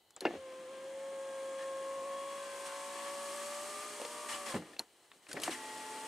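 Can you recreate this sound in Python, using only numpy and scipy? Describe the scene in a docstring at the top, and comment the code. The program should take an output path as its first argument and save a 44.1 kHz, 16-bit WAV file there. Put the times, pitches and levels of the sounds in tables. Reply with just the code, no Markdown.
"""A switch clicks over quiet surroundings, knocks sound in a car door and its power window motor whines up.
Shaft-order tones form the whine; filtered noise makes brush hiss, rail rumble, seal rub and felt hiss.
Damped sines and noise bursts make the clicks and knocks as the drive takes up slack and the glass thuds home.
The rubber squeaks, the motor stalls, the switch snaps back and is pressed again.
The lightly loaded motor then spins faster to lower the glass, all heard from close to the door panel."""
import sys
import numpy as np
from scipy import signal
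from scipy.fft import rfft, irfft, next_fast_len
from scipy.io import wavfile
from scipy.ndimage import uniform_filter1d

SR = 44100
rng = np.random.default_rng(int(sys.argv[2]) if len(sys.argv) > 2 else 0)


def store_pcm(level_fs):
    """Save levels as 16-bit WAV."""
    pcm = np.round(np.clip(level_fs, -1, 1) * 32767).astype(np.int16)
    wavfile.write(sys.argv[1], SR, np.atleast_2d(pcm).T)


N = 267995
T = np.arange(N) / SR

START_S, SEAL_S, STALL_S = 0.25, 4.47, 4.565  # motor on, glass meets top seal, motor stalls
RISE_S, RELEASE_T60_S = 0.0074, 0.17  # envelope of rubbing sounds


def amp(db):
    """Decibels to gain."""
    return 10 ** (np.asarray(db) / 20)


def unit(x):
    """Scales to an rms of one."""
    return x / np.sqrt(np.mean(x ** 2) + 1e-20)


def struck(x):
    """Scales a blow so that its first 10 ms have an rms of one."""
    return x / np.sqrt(np.mean(x[:SR // 100] ** 2) + 1e-20)


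def curves(rows):
    """Interpolates each column of (t/s, ..) rows at every sample."""
    times_s, *columns = np.transpose(rows)
    return [np.interp(T, times_s, column) for column in columns]


def during(rows):
    """One within the time a table spans, zero outside, with soft edges."""
    inside = (T > rows[0][0]) & (T < rows[-1][0])
    return uniform_filter1d(1. * inside, size=400)


def held(start_s, end_s):
    """Quick rise, hold and exponential release."""
    return np.clip((T - start_s) / RISE_S, 0, 1) * dying(np.maximum(T - end_s, 0), RELEASE_T60_S)


def dying(t, t60_s):
    """Exponential decay by 60 dB in t60."""
    return np.exp(-np.log(1000) * t / t60_s)


def colour(x, spectrum):
    """Filters by (f/Hz, gain/dB) rows, interpolated over log frequency."""
    hz, db = np.transpose(spectrum)
    size = next_fast_len(len(x))
    f = np.fft.rfftfreq(size, 1 / SR)
    gain = amp(np.interp(np.log(f + 1), np.log(hz), db))
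    return irfft(rfft(x, size) * gain, size)[:len(x)]


def wander(rate_hz):
    """Smooth random curve of rms one with rate_hz knots a second."""
    knots = rng.standard_normal(8192)
    return unit(np.interp(T * rate_hz, np.arange(len(knots)), knots))


def add(mix, start_s, sound):
    """Mixes a sound in at its start time."""
    part = mix[round(start_s * SR):][:len(sound)]
    part += sound[:len(part)]


def ring(modes, t):
    """Damped sines of alternating sign from (f/Hz, level/dB, t60/s) rows."""
    return sum((-1) ** k * amp(db - 60 * t / t60_s) * np.sin(2 * np.pi * hz * t)
               for k, (hz, db, t60_s) in enumerate(modes))


def shaft(turns_per_s, jitter):
    """Shaft angle in radians; uneven friction makes the speed tremble."""
    return 2 * np.pi * np.cumsum(turns_per_s * (1 + jitter * wander(70))) / SR


def tone(angle, order, flutter_db):
    """One multiple of the shaft rate, fluttering in strength."""
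    phase = 2 * np.pi * rng.random()
    return np.sqrt(2) * np.cos(order * angle + phase) * amp(flutter_db * wander(45))


# quiet surroundings, noise spectrum: f/Hz, relative density/dB
AMBIENCE_SPECTRUM = [(25, -19), (80, -5), (160, -8.5), (400, 1.5), (520, 0), (680, -3), (840, 2),
                     (1200, -8), (2000, -11), (2400, -13), (3100, -5), (3500, -11), (4200, -3.5),
                     (5000, -16.5), (8700, -11.5), (11000, -17), (15700, -16)]
AMBIENCE_DB = -71.5


def ambience():
    """Steady coloured noise of the surroundings."""
    return amp(AMBIENCE_DB) * unit(colour(rng.standard_normal(N), AMBIENCE_SPECTRUM))


# faint background tones: f/Hz, level/dB
BACKGROUND_TONES = [(1997, -87), (3009, -83), (3112, -90), (3960, -88)]


def still_tones():
    """Thin continuous tones of fixed pitch, fluttering in strength."""
    return sum(amp(db) * tone(2 * np.pi * hz * T, order=1, flutter_db=1.2) for hz, db in BACKGROUND_TONES)


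# faint whistles before motor start and after stall: start t/s, end t/s, first f/Hz, last f/Hz, level/dB
WHISTLE_GLIDES = [(0.135, .22, 3400, 3650, -77), (4.6, 4.76, 1900, 1850, -72),
                  (4.59, 4.74, 1230, 1210, -74), (4.59, 4.72, 1020, 1000, -73)]


def whistles():
    """Thin gliding tones, unsteady in pitch and strength."""
    out = np.zeros(N)
    for start_s, end_s, first_hz, last_hz, db in WHISTLE_GLIDES:
        glide = [(start_s, first_hz), (end_s, last_hz)]
        angle = shaft(curves(glide)[0], jitter=0.008)
        out += amp(db) * tone(angle, order=1, flutter_db=2.5) * during(glide)
    return out


# switch clicks and plastic ticks before the final damping:
# t/s, level/dB, main ring f/Hz, t60/s, broad snap level/dB, snap centre f/Hz
SWITCH_CLICKS = [(.106, -59, 6840, 0.016, 9, 7000), (0.164, -45.5, 7500, 0.0026, -8, 3980),
                 (0.207, -39.5, 4240, 0.017, 3, 8000), (4.016, -46, 4700, .009, 24, 6000),
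                 (4.049, -42.5, 4450, 0.04, 18, 3470), (4.734, -53.5, 1820, .021, -5, 4000),
                 (4.765, -51, 2670, 0.024, 2, 2780), (4.7885, -54, 3080, 0.012, 13, 3000),
                 (4.793, -30, 4330, 0.016, -4.5, 7800), (5.116, -52, 2620, 0.019, 4, 2200),
                 (5.267, -53.5, 2590, 0.023, 4, 2200), (5.290, -53, 1570, .05, 7, 3000),
                 (5.314, -42, 1540, 0.027, 1, 4500), (5.33, -39.5, 4600, 0.023, 8, 8400),
                 (5.400, -45.5, 4380, 0.0048, 14, 7000), (5.419, -42, 8060, .01, 0, 8000),
                 (5.4341, -32, 3110, 0.045, 7, 6600)]


def clicks():
    """Each click is a broad snap, one short ring of the plastic and a faint answer from the armrest."""
    out, t = np.zeros(N), np.arange(SR // 6) / SR
    armrest_spectrum = [(100, -14), (300, -3), (650, -2.5), (1100, -5.5), (2500, -15), (8000, -48)]
    for start_s, db, ring_hz, t60_s, snap_db, snap_hz in SWITCH_CLICKS:
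        burst, body = rng.standard_normal((2, len(t)))
        snap_spectrum = [(snap_hz / 16, -14), (snap_hz / 4, -4), (snap_hz, 0),
                         (snap_hz * 2, -7), (snap_hz * 3, -26)]
        snap_decay = dying(t, t60_s) + 0.1 * dying(t, 0.12)
        snap = struck(colour(burst, snap_spectrum) * snap_decay)
        plastic = struck(ring([(ring_hz, 0, t60_s), (ring_hz * 0.937, -7, t60_s)], t))
        armrest = struck(colour(body, armrest_spectrum) * dying(t, 0.11))
        onset = 1 - np.exp(-t / 0.0004)
        click = struck((plastic + amp(snap_db) * snap + amp(-10) * armrest) * onset)
        add(out, start_s, amp(db) * click)
    # soft plastic damps the top octave
    return colour(out, [(9000, -4.0), (11000, -1.5), (13500, -14), (15700, -30)])


# door modes: f/Hz, level/dB, t60/s
DOOR_MODES = [(218, -2, 0.24), (289, 3, 0.12), (323, 2, 0.17), (527, 12, 0.017), (640, -1, 0.12),
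              (696, 2.5, 0.035), (838, 3.5, 0.089), (1000, -26, 0.17), (1300, -43, 0.12), (1470, -19, 0.03),
              (1770, -8, 0.062), (1747, -5, 0.12), (1950, -41, 0.065), (2170, -37, 0.08), (2490, -9, 0.05),
              (2756, 3, 0.035), (3100, -43, 0.07), (3560, -30, 0.092)]
# low modes of whole panel and pane: f/Hz, level/dB, t60/s
PANEL_MODES = [(62, -54, .25), (93, -8.5, 0.63), (136, 6, 0.051), (186, 3, 0.51), (230, 7, 0.087),
               (246, 12.5, 0.053)]
# loose parts, noise spectrum: f/Hz, relative density/dB
RATTLE_SPECTRUM = [(60, -81), (200, -14), (450, 6), (900, 2), (1300, 4.5), (2000, 9), (3000, -10.5),
                   (4500, -4), (9000, -22), (15000, -40)]
# blows inside the door: t/s, level/dB, hardness corner f/Hz, struck spot f/Hz, spot level/dB,
# panel boom level/dB, rattle level/dB, contact damping t60/s
DOOR_KNOCKS = [(.218, -43.5, 600, 369, -4, -27, 4, 0.17), (.229, -55, 600, 550, -6, -21, -15, .1),
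               (0.2515, -41, 3500, 1580, -16, -28, -13, 0.084), (.253, -28, 2610, 712, -8, -24, -6, 0.021),
               (.2558, -27, 1790, 315, -3, -37, -2, 0.056), (.262, -38, 2500, 1700, -20, -30, 6, 0.045),
               (0.2672, -35, 3500, 2250, -24, -32, -12, 0.27),
               (0.2687, -38.5, 900, 502, 5, -28, -10, 0.081), (.2825, -40, 600, 363, -4, -30, -2, 0.08),
               (0.2998, -42.5, 600, 343, 7, -28, -1, 0.12), (.3075, -46, 1200, 730, 3, -26, 2, 0.045),
               (0.3388, -43, 500, 402, -12, -16, -1, .06), (0.3514, -44, 700, 290, -2, -9, -3, 0.052),
               (.368, -64, 300, 88, 8, -10, -10, .12), (3.997, -47, 900, 540, 3, -30, -15, .03),
               (4.0153, -40.5, 1200, 560, 2, -28, -22, 0.022), (4.0495, -44.5, 900, 477, 2, -24, -8, 0.025),
               (4.543, -38.5, 1300, 209, -10, 1.5, 4, 0.19), (4.552, -42, 1000, 233, -1, -1, 1, 0.13),
               (4.563, -41.5, 1400, 474, -6, -7, 12, 0.13), (4.585, -48.5, 700, 310, -5, -1, -1, 0.25),
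               (4.622, -52, 800, 522, -11, -10, 7, .2), (4.598, -53, 400, 160, -5, -7, 9, .16),
               (4.799, -49.5, 1000, 910, 2, -21, -1, 0.059), (5.342, -46, 900, 447, -6, 0.5, -10, 0.068),
               (5.3663, -45, 3000, 1900, -5, -30, 3, 0.15), (5.37, -40, 2500, 312, -14, -32, 9, 0.19),
               (5.4761, -45, 2000, 1400, -11, -21, -1, 0.099), (5.479, -33.5, 1800, 743, -2, -26, 7, 0.047),
               (5.482, -40.5, 900, 317, 13, -16, -8, .1), (5.4936, -39, 1600, 330, 3, -16, 3, 0.045),
               (5.505, -52, 500, 258, 8, -6, -6, 0.23)]


def knocks():
    """Blows ring door modes, the struck spot, loose parts and panel; a low corner dulls soft blows."""
    out, t = np.zeros(N), np.arange(SR // 2) / SR
    bass_cut = signal.butter(2, 150, "high", fs=SR)  # small parts radiate almost no bass
    door = struck(signal.lfilter(*bass_cut, ring(DOOR_MODES, t)))
    panel = struck(ring(PANEL_MODES, t))
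    rattle_decay = dying(t, 0.055) + 0.06 * dying(t, 0.3)
    for start_s, db, corner_hz, spot_hz, spot_db, boom_db, rattle_db, t60_s in DOOR_KNOCKS:
        loose = struck(colour(rng.standard_normal(len(t)), RATTLE_SPECTRUM) * rattle_decay)
        rattle = signal.lfilter(*bass_cut, loose)
        blow = signal.lfilter(*signal.butter(1, corner_hz, fs=SR), door + amp(rattle_db) * rattle)
        spot_band = signal.lfilter(*signal.iirpeak(spot_hz, 2, fs=SR), blow)
        damping = dying(t, t60_s)  # a part pressed against the door stops its ringing
        blow = struck(damping * (blow + 1.63 * spot_band))
        onset = 1 - np.exp(-t * spot_hz)  # time constant of one cycle
        spot = struck(damping * np.sin(2 * np.pi * spot_hz * t) * onset)
        boom = amp(boom_db) * panel * damping
        add(out, start_s, amp(db) * (struck(blow + amp(spot_db) * spot) + boom))
    return out


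# rubber squeaks: start t/s, end t/s, first f/Hz, last f/Hz, level/dB before the swell envelope
SQUEAK_GLIDES = [(1.586, 1.665, 1700, 1780, -55.5), (2.663, 2.763, 1420, 1370, -59),
                 (4.287, 4.338, 1750, 1880, -48), (4.32, 4.36, 2950, 2940, -50),
                 (5.51, 5.536, 4500, 2660, -49), (5.517, 5.562, 2400, 1640, -47.5)]
SQUEAK_WIDTH_HZ = 190


def squeaks():
    """Rubber slips on the glass and rings one coarse resonance, which glides as the lip bends."""
    out = np.zeros(N)
    lowpass = signal.butter(2, SQUEAK_WIDTH_HZ / 2, fs=SR)
    for start_s, end_s, first_hz, last_hz, db in SQUEAK_GLIDES:
        u = np.linspace(0, 1, round((end_s - start_s) * SR))
        a, b = signal.lfilter(*lowpass, rng.standard_normal((2, SR))[:, :len(u)])
        angle = 2 * np.pi * np.cumsum(first_hz * (last_hz / first_hz) ** u) / SR
        resonance = unit(a * np.cos(angle) + b * np.sin(angle))
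        add(out, start_s, amp(db) * resonance * 2 * np.sqrt(u * (1 - u)))
    return out


def friction(spectrum, grain_db, flicker_db):
    """Countless tiny slips of uneven size, as noise with fast grain and slower flicker."""
    slips = rng.standard_normal(N) * amp(grain_db * wander(1200))
    return unit(colour(slips, spectrum) * amp(flicker_db * wander(60)))


def cavity(x):
    """Dense early echoes within the door comb the sound with faint, fixed peaks."""
    t = np.arange(SR // 10) / SR
    echoes = rng.standard_normal(len(t)) * dying(t, 0.1)
    return unit(x + 0.28 * signal.oaconvolve(x, echoes / np.linalg.norm(echoes))[:N])


# carriage in its rail, noise spectrum: f/Hz, relative density/dB
RUMBLE_SPECTRUM = [(25, -38), (45, -39), (60, -9.5), (110, -13), (170, -3.5), (200, -3), (228, 1.5),
                   (256, -5), (290, 6.5), (335, 5), (450, 3.5), (700, 1), (1400, -36)]
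# glass on rubber seals, noise spectrum: f/Hz, relative density/dB
RUB_SPECTRUM = [(250, -19.5), (500, -36), (750, 0.5), (1050, 3), (1450, 0.5), (1850, 1.5), (2300, 0),
                (2800, 0.5), (3400, -3.5), (4600, -9), (7000, -14), (12000, -66)]
# glass in felt channel, noise spectrum: f/Hz, relative density/dB
HISS_SPECTRUM = [(2500, -19.5), (4500, -3.5), (5800, -3.5), (7000, -1.5), (8700, 2), (9900, -2),
                 (11000, -9.5), (12500, -12.5), (14000, -18.5), (15700, -30)]


def sliding(levels):
    """The carriage rumbles in its rail while the glass rubs the rubber seals and hisses along the felt."""
    rumble = friction(RUMBLE_SPECTRUM, grain_db=0.8, flicker_db=1.2)
    rub = cavity(friction(RUB_SPECTRUM, grain_db=0.0, flicker_db=0.43))
    hiss = cavity(friction(HISS_SPECTRUM, grain_db=0.5, flicker_db=0.5))
    return (levels * [rumble, rub, hiss]).sum(0)


# rising glass: share of travel/1, rumble level/dB, rub level/dB, hiss level/dB
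RISING_GRIP = [(0, -61.5, -61, -74.5), (.43, -59.5, -55.5, -60.5), (.53, -64.5, -52.5, -54.5),
               (.74, -62.5, -50.5, -49.5), (1, -60, -53.5, -53)]
# passing scrapes of carriage, seals and hand: t/s, hold/s, rumble level/dB, rub level/dB, hiss level/dB
PASSING_SCRAPES = [(0.205, 0.16, -51, -58, -87), (1.578, 0.057, -77, -55, -66),
                   (2.651, 0.025, -77.5, -51, -53), (2.947, 0.13, -75, -53, -75),
                   (4.283, 0.049, -61, -44.5, -46), (4.333, 0.029, -54, -47.5, -52),
                   (4.455, 0.062, -54, -45.5, -49.5), (4.536, 0.034, -41, -49, -66),
                   (4.594, 0.15, -61, -61.5, -65), (4.752, 0.68, -76, -73, -73.5),
                   (5.02, .03, -79, -75, -77), (5.125, 0.041, -70, -73, -72), (5.22, 0.063, -82, -71, -72),
                   (5.282, 0.052, -58, -57.5, -56.5), (5.348, 0.055, -47, -53, -61),
                   (5.412, 0.02, -56, -47, -49), (5.432, 0.033, -52, -47.5, -45),
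                   (5.501, 0.033, -57, -45.5, -47)]
DESCENT_S, DESCENT_DB = 5.45, (-57, -52.5, -53)  # sinking glass: rumble, rub, hiss


def friction_levels():
    """Gains of rumble, rub and hiss: grip follows glass height; sinking and scrapes add their power."""
    travel = np.cumsum(lift_speed() * (T < STALL_S))
    heights, *grip_db = np.transpose(RISING_GRIP)
    rising_db = [np.interp(travel / travel[-1], heights, db) for db in grip_db]
    rising = amp(rising_db) * held(START_S, STALL_S)
    sinking = np.outer(amp(DESCENT_DB), held(DESCENT_S, T[-1]))
    scrape_power = sum(np.outer(amp(db), held(start_s, start_s + hold_s)) ** 2
                       for start_s, hold_s, *db in PASSING_SCRAPES)
    return np.sqrt(rising ** 2 + sinking ** 2 + scrape_power)


# lifting motor before spin-up, jerks and sag: t/s, shaft speed/(turns/s)
LIFT_RUNNING_SPEED = [(0.34, 53.9), (0.42, 53.0), (0.5, 52.2), (0.64, 52.2), (0.85, 53.6), (1.1, 54.4),
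                      (1.3, 53.9), (1.75, 53.9), (1.99, 54.5), (2.35, 55.6), (2.71, 55.5), (2.85, 56.1),
                      (3.27, 56.6), (3.62, 58.4), (3.72, 59.5), (3.79, 59.3), (3.87, 60.2), (4.02, 58.9),
                      (4.09, 59.5), (4.24, 59.8), (4.38, 57.9), (4.47, 57.4)]
# tight spots of the big gear: t/s
CATCH_TIMES = [.695, 2.045, 3.335]
CATCH_TURNS_PER_S, CATCH_HZ, CATCH_DECAY_S = 2.1, 7.9, 0.035
SPIN_UP_S = 0.02
SAG_TURNS_PER_S, SAG_S = 6.3, 0.04  # braking by the top seal


def lift_speed():
    """Turns per second: spin-up, running speed, hold-back and spring at tight spots, sag into the seal."""
    jerks = sum(np.sin(2 * np.pi * CATCH_HZ * (T - s)) * np.exp(-abs(T - s) / CATCH_DECAY_S)
                for s in CATCH_TIMES)
    sag = SAG_TURNS_PER_S * (1 - np.exp(-(np.maximum(T - SEAL_S, 0) / SAG_S) ** 2))
    running = curves(LIFT_RUNNING_SPEED)[0] + CATCH_TURNS_PER_S * jerks - sag
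    return running * (1 - np.exp(-np.maximum(T - START_S, 0) / SPIN_UP_S))


# brush hiss, noise spectrum: f/Hz, relative density/dB
BRUSH_SPECTRUM = [(1500, -44), (3000, -12.5), (4500, -12.5), (6900, 0.5), (7700, 0), (8700, 1.5), (9400, 1),
                  (10200, -7.5), (15000, -28)]
BRUSH_DB, BRUSH_START_DB, BRUSH_GROWN_S = -61, -9.5, 1.4  # full level, start offset, time when full
BRUSH_WEAR_DB, BRUSH_REPEAT_SHARE = 2.5, 0.35  # coarse-wear modulation, power share of the repeating grain


def brushes():
    """Brushes scrape the same worn commutator every turn, so their hiss has a repeating grain."""
    turns = shaft(lift_speed(), jitter=0.0012) / (2 * np.pi)
    fine, coarse = (unit(np.interp(turns, np.arange(size) / size, rng.standard_normal(size), period=1))
                    for size in (700, 80))  # points per turn
    fresh = rng.standard_normal(N)
    grain = np.sqrt(BRUSH_REPEAT_SHARE) * fine + np.sqrt(1 - BRUSH_REPEAT_SHARE) * fresh
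    scrape = grain * amp(BRUSH_WEAR_DB * coarse)
    growth_db = np.interp(T, [START_S, BRUSH_GROWN_S], [BRUSH_START_DB, 0])
    return amp(BRUSH_DB + growth_db) * unit(colour(scrape, BRUSH_SPECTRUM)) * held(START_S, STALL_S)


def wash(levels):
    """Sliding glass and motor brushes over the quiet surroundings."""
    return sliding(levels) + brushes() + ambience()


# lowering motor: t/s, whine gain/dB, gear tone level/dB
LOWER_LEVELS = [(5.48, -79, -85), (5.525, -61, -68), (5.56, -51, -61), (5.61, -47.5, -57.5),
                (5.68, -47, -56.5), (5.8, -47, -57), (5.92, -45.5, -61), (6.09, -45.5, -63)]
# lowering motor: t/s, shaft speed/(turns/s)
LOWER_SHAFT_SPEED = [(5.48, 70), (5.53, 86), (5.6, 87.8), (5.66, 86.6), (5.8, 86.8), (5.92, 87),
                     (6.09, 87.8)]
# lowering whine: shaft order/1, level relative to whine gain/dB
LOWER_ORDERS = [(3, -16.5), (4, -21), (5, -13.5), (7, -19), (8, -24), (10, -3), (11, -28), (13, -17.5),
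                (14, -28), (16, -19), (20, -33), (32, -23)]
GEAR_ORDER = 22


def lowering():
    """With the weight of the glass helping, the motor spins up to a higher whine of shaft orders."""
    whine_db, gear_db = curves(LOWER_LEVELS)
    angle = shaft(curves(LOWER_SHAFT_SPEED)[0], jitter=0.0023)
    whine = amp(whine_db) * sum(amp(db) * tone(angle, round(order), flutter_db=0.5)
                                for order, db in LOWER_ORDERS)
    gear = amp(gear_db) * tone(angle, GEAR_ORDER, flutter_db=0.5)
    return (whine + gear) * during(LOWER_LEVELS)


# motor housing resonances: f/Hz, half width/Hz, lift/dB
HOUSING_MODES = [(880, 13, 7), (965, 13, 7)]


def housing(hz):
    """Lift in dB that the motor housing resonances give to a tone."""
    return sum(db / (1 + ((hz - centre_hz) / width_hz) ** 2) for centre_hz, width_hz, db in HOUSING_MODES)


# armature slot whine: t/s, level/dB
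SLOT_WHINE = [(0.34, -50), (0.78, -48.3), (0.92, -44.5), (1.87, -41.3), (2.45, -46.8), (2.93, -48.8),
              (3.08, -45.8), (3.35, -46), (3.65, -47.7), (3.85, -56), (4.02, -52), (4.14, -53),
              (4.22, -51.5), (4.29, -55.5), (4.4, -50.5), (4.56, -52)]
# swelling tones: shaft order/1
SWELLING_ORDERS = (7, 8, 13, 16, 18, 19, 20, 21, 22, 28, 30, 60, 62)
# one row of swells per order above: middle t/s, half length/s, level before strain and waver/dB
ORDER_SWELLS = [
    [(.65, .22, -63), (3.87, .22, -57)],
    [(4.13, .13, -60)],
    [(1.5, .55, -66), (2.1, .13, -62), (2.95, .4, -61), (3.65, .2, -63), (4.43, .09, -60)],
    [(1.15, .25, -62.5), (1.8, .35, -64.5), (2.88, .27, -56), (3.38, .25, -60), (4.16, .17, -56)],
    [(1.6, .7, -70), (2.65, .22, -61), (3.07, .13, -62), (4.13, .15, -63)],
    [(.8, .12, -67), (2.02, .17, -59.5), (2.6, .43, -53.3), (3.4, .35, -60), (4.23, .1, -55.5),
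     (4.4, .1, -59.5)],
    [(.52, .12, -61), (.76, .09, -59.5), (1.2, .19, -58), (1.52, .17, -55), (1.8, .16, -50),
     (2.15, .22, -47.7), (2.4, .06, -58), (2.77, .17, -56), (3.25, .34, -50.8), (3.6, .07, -53),
     (3.79, .1, -49), (4.12, .08, -56.5), (4.25, .07, -54), (4.39, .09, -50.5), (4.53, .05, -54)],
    [(1.7, .4, -71), (2.47, .22, -65), (3.7, .42, -61), (4.42, .12, -63)],
    [(3.4, .2, -62), (4.4, .15, -63)],
    [(2.583, 0.19, -59)],
    [(.5, .13, -71), (.82, 0.1, -65), (1.52, 0.38, -62), (2.5, 0.25, -65.5), (3.3, .42, -62.5),
     (4.42, .13, -63)],
    [(.9, 0.4, -74), (2.26, 0.15, -63), (2.5, 0.12, -68)],
    [(1.55, .35, -69.5)],
]
# weaker buzz: shaft order/1, level before growth, drift and housing/dB
LIFT_ORDERS = [(4, -71), (5, -73), (6, -69), (7, -68), (9, -71), (11, -71), (12, -69), (15, -72), (17, -70),
               (24, -75), (31, -74), (33, -72), (36, -76), (40, -73)]
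SLOTS = 10
SWELL_WAVER_DB, STRAIN_DB = 0.4, 4  # shared waver, growth under the seal's load
LOADED_S, FADE_IN_S, STOP_S = 0.32, 0.026, 0.018  # slack gone, whine fade-in, fade-out at stall


def lifting():
    """Ten armature slots whine; small differences between them buzz at other shaft orders."""
    speed = lift_speed()
    angle = shaft(speed, jitter=0.0012)
    whine = amp(curves(SLOT_WHINE)[0]) * tone(angle, SLOTS, flutter_db=0.5)
    strain_db = np.interp(T, [SEAL_S, STALL_S], [0, STRAIN_DB])
    waver_db = SWELL_WAVER_DB * wander(20)
    # phase-locked: 19 and 21 beat in step with 20, so the octave throbs once a turn
    for order, swells in zip(SWELLING_ORDERS, ORDER_SWELLS):
        power = sum(amp(db) ** 2 * np.exp(-((T - mid_s) / half_s) ** 4) for mid_s, half_s, db in swells)
        whine += np.sqrt(2 * power) * amp(strain_db + waver_db) * np.cos(order * angle)
    growth_db = np.interp(T, [0.5, 1.4, 2.8, 4.4], [-11.0, -2.5, 0.0, 0.5])  # grows as the glass rises
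    for order, db in LIFT_ORDERS:
        drift_db = 2.3 * wander(4)
        level_db = db + growth_db + drift_db + housing(order * speed)
        whine += amp(level_db) * tone(angle, round(order), flutter_db=2.0)
    fade_in = np.clip((T - LOADED_S) / FADE_IN_S, 0, 1)
    fade_out = np.clip(1 - (T - STALL_S) / STOP_S, 0, 1)
    return whine * fade_in * fade_out


# spread sound: f/Hz, side gain/dB
SPREAD_WIDTH = [(60, -23), (125, -51), (250, -36), (500, -14.5), (1000, -10), (2000, -10), (4000, -6.5),
                (8000, -9.5), (10500, -14), (12500, -69)]
# motor tones: f/Hz, side gain/dB
MOTOR_SIDE = [(200, -36), (520, -25), (555, -18), (595, -14), (700, -31), (870, -50), (1050, -10),
              (1150, -20), (1600, -16), (3400, -16)]
# direct sound: f/Hz, left minus right level/dB
LEFT_LEAN = [(125, 0.4), (500, 0.28), (1000, 1.1), (2000, 2.6), (4000, 2.7), (8000, .2)]


def microphones(direct, spread, motor):
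    """Two close capsules: spread sound differs between them, bass stays near mono, the door leans left."""
    late_motor = (signal.hilbert(motor) * np.exp(-1j * np.pi / 3)).real  # part level, part phase difference
    side = colour(spread, SPREAD_WIDTH) + colour(late_motor, MOTOR_SIDE)
    left = colour(direct, [(hz, db / 2) for hz, db in LEFT_LEAN])
    right = colour(direct, [(hz, -db / 2) for hz, db in LEFT_LEAN])
    return motor + np.array([left + side, right - side])


def scene():
    """Motor, glass, switch and door at the microphone pair."""
    motor = lifting() + lowering() + whistles()
    hits = clicks() + knocks() + squeaks()
    levels = friction_levels()
    skew = signal.hilbert(hits).imag  # hits reach the two capsules slightly out of phase
    direct = wash(levels) + hits
    spread = wash(levels) + 0.55 * skew
    return microphones(direct, spread, motor) + still_tones()


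def record(dry):
    """The recorder's bass cut at 48 Hz and band limit at 15.7 kHz."""
    thinned = signal.sosfilt(signal.butter(2, 48, "high", fs=SR, output="sos"), dry)
    band_limit = signal.firwin(511, 15700, window=("kaiser", 9), fs=SR)
    return signal.oaconvolve(thinned, band_limit[None], "same")


dry = scene()
out = record(dry)
store_pcm(out)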